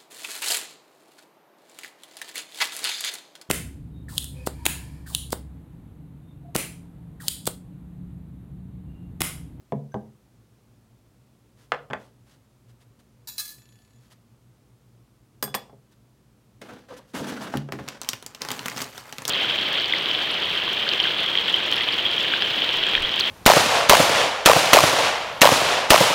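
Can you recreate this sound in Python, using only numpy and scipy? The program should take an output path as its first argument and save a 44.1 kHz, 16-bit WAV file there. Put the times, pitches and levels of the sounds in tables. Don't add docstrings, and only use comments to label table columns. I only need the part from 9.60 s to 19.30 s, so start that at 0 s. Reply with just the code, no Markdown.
import sys
import numpy as np
from scipy import signal
from scipy.fft import rfft, irfft
from scipy.io import wavfile

SR = 44100
rng = np.random.default_rng(int(sys.argv[2]) if len(sys.argv) > 2 else 0)


def store_wav(level_fs):
    pcm = np.round(np.clip(np.atleast_2d(level_fs), -1, 1) * 32767)
    wavfile.write(sys.argv[1], SR, pcm.T.astype(np.int16))


N = 427769
T = np.arange(N) / SR
TOP_HZ = 16050

# start in seconds, level in dB, centre in Hz, hollow body offset in dB.
SNAPS = [(7.0159, -32, 2960, -18), (7.971, -18, 3020, -7), (8.122, -19, 2010, -22),
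         (8.2787, -25, 3010, 2.5), (8.2864, -15.5, 3130, -16), (8.415, -17, 4580, -6),
         (8.4328, -25.5, 5330, -9), (8.4462, -26.5, 2800, -7.5), (8.4885, -5, 5860, -17),
         (8.5322, -14, 2700, -5), (8.625, -27.5, 4570, -1), (8.6627, -18.5, 6900, -9.5),
         (8.7478, -22.5, 3000, -9.5), (8.818, -12, 3740, -7), (8.849, -19.5, 2180, -1),
         (8.8866, -16, 4570, -2.5), (8.904, -15.5, 2970, -1), (8.915, -13, 4360, -5.5),
         (8.9924, -16.5, 3650, -4.5), (9.0577, -14, 2000, 0.5), (9.0614, -20, 8970, -10.5),
         (9.0824, -11.5, 1860, -20), (9.0985, -20.5, 5640, -16), (9.1169, -23, 2130, -1),
         (9.172, -19, 2900, -5), (9.1789, -17.5, 4500, -4), (9.2033, -18, 2800, -5),
         (9.2169, -14, 7000, -5.5), (9.2213, -17.5, 5440, -3), (9.3784, -22, 4560, -1),
         (9.5249, -19.5, 4010, -4), (9.5829, -18, 2320, -2.5), (9.62, -26, 6130, 4),
         (9.6521, -11.5, 4150, -10.5), (9.6792, -9.5, 5480, -10), (9.6872, -15, 5330, -9),
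         (9.6939, -10, 5130, -8)]
# frequency in Hz, gain in dB.
FILM_EQ = [(200, -10), (1000, -15), (2000, 2), (5000, 6), (7000, 7), (10000, 3.5), (15000, 7)]
HOLLOW_EQ = [(60, -16), (130, 7.5), (190, 1.5), (260, 6.5), (340, -1.5), (430, 3.5), (650, 0), (1000, 2.5),
             (1700, -1), (2500, -7), (5000, -21)]

def bag_snaps():
    out = np.zeros(N)
    for s, db, hz, hollow_db in SNAPS:
        pitches = np.minimum(hz * np.exp(.35 * rng.standard_normal(6)), TOP_HZ)
        flutter = ring([(f, 0, .014) for f in pitches], .1)
        buckle = blow(burst(.0038, .1)) + amp(-5.5) * blow(burst(.055, .1))
        film = band(colour(buckle, FILM_EQ), [hz / 1.72, hz * 1.24], "band", order=1)
        facet = blow(film) + amp(-3.5) * blow(flutter)
        crack = band(burst(.0047, .1), 11400, "high")
        hollow = colour(burst(.049, .1), HOLLOW_EQ)
        snap = (blow(facet, span=.00022)
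                + amp(3 + 1.3 * db) * blow(crack, span=.00023)
                + amp(hollow_db) * blow(hollow, span=.00028))
        add(out, s + .0006, amp(db) * snap)
    return out


POPS_PER_S, POP_HZ, POP_T60_S, POP_DB, POP_SPREAD_DB = 70, 3300, .016, -10, 3.5
# start in seconds, length in seconds, force in dB, crackle offset in dB.
SQUEEZES = [(8.41, .07, -45, -8.5), (8.476, 0.048, -44, 0), (8.6, .2, -53.5, -3), (8.802, .09, -37.5, -8),
            (8.885, 0.26, -36.5, -3.5), (9.154, 0.068, -32.5, -2), (9.322, 0.071, -42.5, -1),
            (9.443, 0.25, -44, -4), (9.668, .03, -27, -13)]
# frequency in Hz, gain in dB.
CRACKLE_EQ = [(880, -35), (1500, -11), (2560, -5), (2970, 2), (3350, -3.5), (6830, -7), (9750, -11),
              (14500, -10), (16000, -27)]

def bag_crinkle():
    crackle, rustle = np.zeros((2, N))
    for s, length, db, crackle_db in SQUEEZES:
        squeeze = amp(db) * stroke(s, length, attack_s=.012, sag_db_per_s=8, release_db_per_s=130)
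        rustle = np.maximum(rustle, squeeze)
        crackle = np.maximum(crackle, amp(crackle_db) * squeeze)
    energy = signal.lfilter([1], [1, -np.exp(-1 / (.0014 * SR))], grains(700, 2.3) ** 2)
    creases = colour(np.sqrt(energy) * rng.standard_normal(N), CRACKLE_EQ)
    body = colour(grains(700, 1.8), HOLLOW_EQ)
    body = band(body, 170, "high", order=1)
    out = amp(-5) * crackle * unit(creases) + amp(-3) * rustle * unit(body)
    first = SQUEEZES[0][0]
    duration = T[-1] - first
    for place, size, *facet in rng.random((int(POPS_PER_S * duration), 7)):
        s = first + place * duration
        pitches = POP_HZ * 2 ** (3 * np.array(facet) - 1.5)
        pop = blow(ring([(hz, 0, POP_T60_S) for hz in pitches], .03))
        pop_db = POP_DB + POP_SPREAD_DB * min(-np.log(size), 2)
        add(out, s, crackle[int(s * SR)] * amp(pop_db) * pop)
    return out


GROAN_SAG_OCTAVES_PER_S = 2.94
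# start in seconds, length in seconds, force in dB, drumming offset in dB.
PUSHES = [(7.012, 0.17, -46, 4.5), (7.282, 0.09, -50, 0.5), (7.536, 0.19, -35, 3), (7.662, 0.13, -34.5, 2),
          (7.802, 0.16, -36, 1), (8.116, 0.12, -43.5, 4.5), (8.271, 0.074, -43, -6)]
# start in seconds, level in dB, length in seconds, opening pitch in Hz.
GROANS = [(7.115, -43.5, .025, 507), (7.297, -42, 0.057, 515), (7.384, -47.5, .02, 524),
          (7.565, -34.5, 0.069, 285.2), (7.713, -36, 0.049, 251.6)]
# frequency in Hz, gain in dB.
DRUM_EQ = [(30, -33), (70, -17), (135, -2), (180, 2), (240, 7), (300, 5.5), (420, -7), (800, -38)]
SCUFF_EQ = [(200, -23), (450, 3.5), (600, 1.5), (900, -0.5), (1600, -3.5), (2300, -8.5), (5000, -32)]
HISS_EQ = [(880, -22.5), (1500, 0), (2020, -11.5), (3030, -5.5), (5070, -11.5), (6000, -11.5), (7240, -17),
           (12600, -24.5), (16000, -41)]

def bag_slide():
    force, drum = np.zeros((2, N))
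    for s, length, db, drum_db in PUSHES:
        push = amp(db) * stroke(s, length, attack_s=.008, sag_db_per_s=28.5, release_db_per_s=165)
        force = np.maximum(force, push)
        drum = np.maximum(drum, amp(drum_db) * push)
    uneven_grip = waver(30, 2.5)
    catches = grains(9000, 2.6)
    out = (amp(-2.5) * drum * unit(colour(grains(900, 2.9), DRUM_EQ))
           + amp(-2) * force * unit(uneven_grip * colour(grains(3000, 1.6), SCUFF_EQ))
           + amp(-6) * force * unit(uneven_grip * colour(catches, HISS_EQ)))
    for s, db, length, hz in GROANS:
        count = int(length * SR)
        pitch = hz * 2 ** (-GROAN_SAG_OCTAVES_PER_S * T[:count])
        turns = np.cumsum(pitch * waver(300, 1.2)[:count]) / SR
        slips = band(signal.sawtooth(2 * np.pi * turns), 900, "low") * waver(120, 3)[:count]
        add(out, s, amp(db) * unit(slips) * signal.windows.tukey(count, .2))
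    return out


def bag_flex(x):
    edges = np.geomspace(330, 6000, 8)
    swells = sum((waver(hz=18.4, db=3.5) - 1) * band(x, [lo, hi], "band", order=1)
                 for lo, hi in zip(edges, edges[1:]))
    return amp(-1) * (x + swells / 2)


SETTLE_S, SETTLE_HZ, SETTLE_CLACK_DB = .013, 222, -5.5
# start in seconds, clack in dB,
# contact cut-off in Hz, boom in dB, settling thud as a multiple of the boom.
KNOCKS = [(.1220, -25.5, 705, -25.5, .9), (0.3427, -28, 870, -26.5, .6), (2.1197, -22, 2230, -42.5, 0),
          (2.138, -32, 1500, -51, 0), (2.1455, -43, 2280, -55, 0), (2.3016, -43, 1800, -36, 0),
          (2.309, -37, 1740, -40.5, 0), (2.3330, -26.5, 1790, -34.5, 0), (5.8269, -28.5, 2000, -31.5, 0),
          (5.878, -43.5, 1500, -40.5, 0), (5.9436, -31.5, 1840, -45, 0), (5.949, -28, 1100, -38.5, 0),
          (6.096, -53.5, 1200, -56.5, 0), (6.129, -55.5, 800, -47, 0), (7.603, -42, 366, -32.5, 0),
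          (7.939, -28, 1460, -31.5, 2.8), (8.0883, -44, 1980, -40, .8), (8.1226, -32.5, 2060, -34, 1.6),
          (8.1892, -37.5, 1700, -36.5, .7)]

def table_knocks():
    out = np.zeros(N)
    for s, clack_db, contact_hz, boom_db, settling in KNOCKS:
        add(out, s, knock(clack_db, contact_hz, boom_db))
        if settling > 0:
            add(out, s + SETTLE_S, settling * knock(boom_db + SETTLE_CLACK_DB, SETTLE_HZ, boom_db))
    return out


HARD_HZ, TICK_DB, TICK_DB_PER_OCTAVE = 1900, -7.5, 11
# frequency in Hz, level in dB, t60 in seconds.
BOARD_MODES = [(88, -12, .25), (128, -6, .28), (142, -3, .5), (200, -3, .17), (214, -3, .22),
               (258, -3, .17), (300, -7, .12), (385, -4, .1), (404, 1, .18), (438, -3, .1), (480, -6, .09),
               (542, -4, .11), (646, -7, .1), (792, -6, .13), (850, -9, .1)]
# frequency in Hz, gain in dB.
WOOD_EQ = [(30, -68), (100, -23.5), (330, -8.5), (500, -0.5), (850, 0.5), (1200, -1), (1750, -2),
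           (2400, -6.5), (3300, -7), (3900, -4.5), (7000, 2), (16000, -1)]
TICK_EQ = [(700, -16), (1600, 8.5), (2400, 3.5), (3400, 2.5), (3900, -13), (4600, -9), (7000, -17),
           (10000, -26), (16000, -46.5)]

def knock(clack_db, contact_hz, boom_db):
    wood = blow(burst(.076, .6))
    wood[0] += 19
    clack = band(colour(wood, WOOD_EQ), contact_hz, "low", order=5)
    boom = band(band(ring(BOARD_MODES, .6), contact_hz, "low"), 85, "high")
    out = amp(clack_db) * blow(clack) + amp(boom_db) * blow(boom)
    tick_db = clack_db + TICK_DB + TICK_DB_PER_OCTAVE * np.log2(contact_hz / HARD_HZ)
    add(out, 0, amp(tick_db) * blow(colour(burst(.015, .06), TICK_EQ)))
    return out


# start in seconds, ring in dB, contact cut-off in Hz, tick in dB,
# fraction of ring time the fingers leave, handle bending offset in dB.
CLINKS = [(5.8259, -27.5, 15800, -31, 0.6, -2.5), (5.8396, -31, 14800, -43, 0.85, -2),
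          (5.9421, -34.5, 3840, -30, 0.67, 3), (5.9487, -28.5, 16000, -38, 0.57, -14)]
# frequency in Hz, level in dB, t60 in seconds.
SPOON_MODES = [(1453, -10, .06), (1733, -10, .08), (3418, -7, .4), (4867, 5, .035), (5130, -4, .035),
               (6750, -14, .12), (7578, -13, .16), (8385, -9, .11), (8515, -5, .15), (8613, -9, .15),
               (9430, -12, .17), (10050, -5, .04), (11300, -18, .22), (12250, -7, .07), (12870, 1, .12),
               (12950, -2, .1), (13080, -4, .08), (14850, 1, .1), (14950, -1, .1)]

def spoon():
    out = np.zeros(N)
    for s, ring_db, contact_hz, tick_db, freedom, bend_db in CLINKS:
        modes = [(hz, db + bend_db * (t60 > .3), t60 * freedom) for hz, db, t60 in SPOON_MODES]
        steel = band(ring(modes, .5), contact_hz, "low", order=6)
        tick = band(band(burst(.063, .2), 2300, "high"), contact_hz, "low")
        add(out, s, amp(ring_db) * blow(steel))
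        add(out, s, amp(tick_db) * blow(tick))
    return out


CONTACTS_PER_S, CLASH_S, CHATTER_DB, CHATTER_RELEASE_DB_PER_S = 600, .03, -12.5, 260
ROCK_START_S, ROCK_GAP_S, ROCK_GAP_KEPT, ROCK_DB, ROCK_FADE_DB_PER_S = 3.982, .037, .97, -59, 31.5
# start in seconds, level in dB, length in seconds.
JINGLES = [(3.673, -32.5, 0.1), (3.781, -24, 0.12)]
# frequency in Hz, level in dB, t60 in seconds.
CUTLERY_MODES = [(1000, -18, .1), (1660, -12, .1), (1723, -5, .18), (4027, 0, .16), (4180, -5, .1),
                 (4867, -2, .1), (5120, 1, .1), (6700, -7, .13), (7768, -6, .15), (8689, -4, .15),
                 (9620, -8, .18), (10230, -6, .18), (10610, -9, .18), (11220, -4, .12), (11310, -2, .13),
                 (12800, 0, .13), (12990, 0, .17), (13190, 0, .12), (13870, -1, .14), (14050, -2, .17),
                 (15060, 4, .11), (15300, 0, .1)]
LOOSE_MODES = [(1200, -11, .3), (1744, -4, .3), (2616, -3, .4), (3420, -1, .5), (4064, -4, .3),
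               (4440, -3, .35), (6804, 0, .3), (7000, 0, .4), (7881, -10, .4), (9647, -9, .4),
               (10290, -7, .5), (11530, -7, .5), (14100, -11, .35)]
# frequency in Hz, gain in dB.
CHATTER_EQ = [(290, -54), (500, -50), (960, -14.5), (1550, -18), (1690, -16.5), (3290, -14), (4090, -1),
              (4530, -6), (5020, -10), (6330, -7), (12100, -10.5), (14500, -9), (16000, -37)]

def cutlery(touches=18):
    out = np.zeros(N)
    t = T[:int(.3 * SR)]
    for s, db, length in JINGLES:
        chatter = amp(CHATTER_DB - CHATTER_RELEASE_DB_PER_S * np.maximum(t - length, 0))
        force = np.where(t < CLASH_S, 1, chatter)
        contacts = force * (rng.random(len(t)) < CONTACTS_PER_S / SR) * rng.uniform(-.96, 1, len(t))
        contacts[0] = 1.24
        metal = (blow(ring(CUTLERY_MODES, .8))
                 + blow(colour(burst(.045, .8), CHATTER_EQ))
                 + amp(-12) * blow(ring(LOOSE_MODES, .8)))
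        add(out, s, amp(db) * blow(signal.fftconvolve(metal, contacts)))
    s = ROCK_START_S
    for k in range(touches):
        ping = blow(ring(LOOSE_MODES, .5))
        tick = amp(-2) * blow(band(burst(.03, .5), [1500, 7000], "band"))
        add(out, s, amp(ROCK_DB - ROCK_FADE_DB_PER_S * (s - ROCK_START_S)) * (ping + tick))
        s += ROCK_GAP_S * ROCK_GAP_KEPT ** k
    return out


# start in seconds, level in dB.
BOWL_TOUCHES = [(0.32, -56.5), (0.3427, -53)]
# frequency in Hz, level in dB, t60 in seconds.
BOWL_MODES = [(1577, -0.5, 0.34), (2815, -30, 0.27), (6100, -4, 0.076), (12450, -18, .1), (14550, -18, .1)]

def bowl():
    out = np.zeros(N)
    for s, db in BOWL_TOUCHES:
        add(out, s, amp(db) * blow(ring(BOWL_MODES, .4)))
    return out


# midpoint in seconds, level in dB, length in seconds.
BRUSHES = [(2.019, -62.5, 0.12), (2.432, -63.5, 0.15), (2.715, -62.5, 0.13), (3.1, -65, 0.047),
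           (3.219, -62.5, .047), (3.401, -62.5, 0.028), (4.448, -67, 0.12), (4.522, -56, 0.046),
           (6.328, -63.5, 0.039), (7.38, -49.5, 0.035), (7.506, -62.5, .085), (7.581, -38.5, 0.1),
           (7.69, -40.5, 0.061), (7.838, -43.5, 0.053)]
# frequency in Hz, gain in dB.
BRUSH_EQ = [(290, -34.5), (500, -2.5), (1820, -3), (2330, -8.5), (3110, -4.5), (11100, -14), (16000, -23)]

def brushes():
    env = np.zeros(N)
    for s, db, length in BRUSHES:
        add(env, s - length / 2, amp(db) * np.hanning(int(length * SR)) ** .5)
    return env * unit(colour(grains(4000, 2.7), BRUSH_EQ))


# frequency in Hz, t60 in seconds.
ROOM_T60 = [(125, 0.52), (500, 0.34), (2000, 0.24), (6000, 0.29), (16000, 0.16)]

def room(x):
    edges = np.geomspace(50, 18000, 9)
    tail = sum(band(burst(along(np.sqrt(lo * hi), ROOM_T60), .6), [lo, hi], "band")
               for lo, hi in zip(edges, edges[1:]))
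    tail *= np.clip(T[:len(tail)] / .0058 - .4, 0, 1)
    tail /= np.sqrt(np.sum(tail ** 2))
    tail = colour(tail, [(100, -12.5), (500, -10.5), (1500, -12), (4000, -13), (15000, -18)])
    return x + signal.fftconvolve(x, tail)[:N]


# frequency in Hz, gain in dB.
AIR_EQ = [(15, -63), (25, -38), (48, -10), (84, -17.5), (99, -10.5), (120, 1), (149, -14.5), (229, -10),
          (249, -14.5), (516, -22.5), (754, -27), (1260, -29.5), (1650, -34), (11000, -41), (16000, -45)]
# frequency in Hz, level in dB.
HUM = [(60, -70.5), (120, -67.5)]

def room_tone(air_db=-58.5):
    air = amp(air_db) * unit(colour(rng.standard_normal(N), AIR_EQ))
    hum = sum(amp(db) * np.sqrt(2) * np.sin(2 * np.pi * hz * T) for hz, db in HUM)
    return air + (waver(6, .98) - 1) * band(air, 490, "low") + hum


def amp(db):
    return 10 ** (np.asarray(db) / 20)


def unit(x):
    return x / np.sqrt(np.mean(x ** 2))


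def blow(x, span=.013):
    return x / np.sqrt(np.sum(x ** 2) / (span * SR))


def add(out, s, x):
    i = int(np.clip(s * SR, 0, N - 1))
    out[i:i + len(x)] += x[:N - i]


def fade(t60, length):
    return np.exp(-np.log(1000) * T[:int(length * SR)] / t60)


def burst(t60, length):
    env = fade(t60, length)
    return env * rng.standard_normal(len(env))


def along(hz, points):
    f, v = np.transpose(points)
    return np.interp(np.log(np.maximum(hz, 1)), np.log(f), v)


def colour(x, points, size=4096):
    gains = amp(along(np.fft.rfftfreq(size, 1 / SR), points))
    cepstrum = irfft(np.log(gains))
    cepstrum[1:size // 2] *= 2
    cepstrum[size // 2 + 1:] = 0
    return signal.fftconvolve(x, irfft(np.exp(rfft(cepstrum))))[:len(x)]


def band(x, hz, kind, order=2):
    sos = signal.butter(order, np.clip(hz, 10, SR / 2 - 1000), kind, fs=SR, output="sos")
    return signal.sosfilt(sos, x)


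def ring(modes, length):
    t = T[:int(length * SR)]
    weight, detune, side = rng.standard_normal((3, len(modes)))
    gains = amp(1.5 * weight) * np.sign(side)
    tunings = 1 + .001 * detune
    return sum(gain * amp(db) * fade(t60, length) * np.sin(2 * np.pi * hz * tuning * t)
               for gain, tuning, (hz, db, t60) in zip(gains, tunings, modes))


def grains(rate, spread_db):
    sizes = amp(spread_db * np.minimum(rng.exponential(size=N), 4))
    return unit((rng.random(N) < rate / SR) * sizes * rng.choice([-1, 1], N))


def waver(hz, db):
    return amp(db * unit(band(rng.standard_normal(N), hz, "low")))


def stroke(start, length, attack_s, sag_db_per_s, release_db_per_s):
    t = np.maximum(T - start, 0)
    drop_db = sag_db_per_s * t + release_db_per_s * np.maximum(t - length, 0)
    return np.minimum(t / attack_s, 1) * amp(-drop_db)


def scene():
    things = table_knocks() + bowl() + spoon() + cutlery() + brushes()
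    bag = bag_flex(bag_slide() + bag_crinkle()) + bag_snaps()
    return (room(things + bag) + room_tone())[None]


def record(dry):
    high_cut = signal.ellip(10, .2, 70, TOP_HZ, fs=SR, output="sos")
    return signal.sosfilt(high_cut, band(dry, 38, "high"))


dry = scene()
out = record(dry)
store_wav(out)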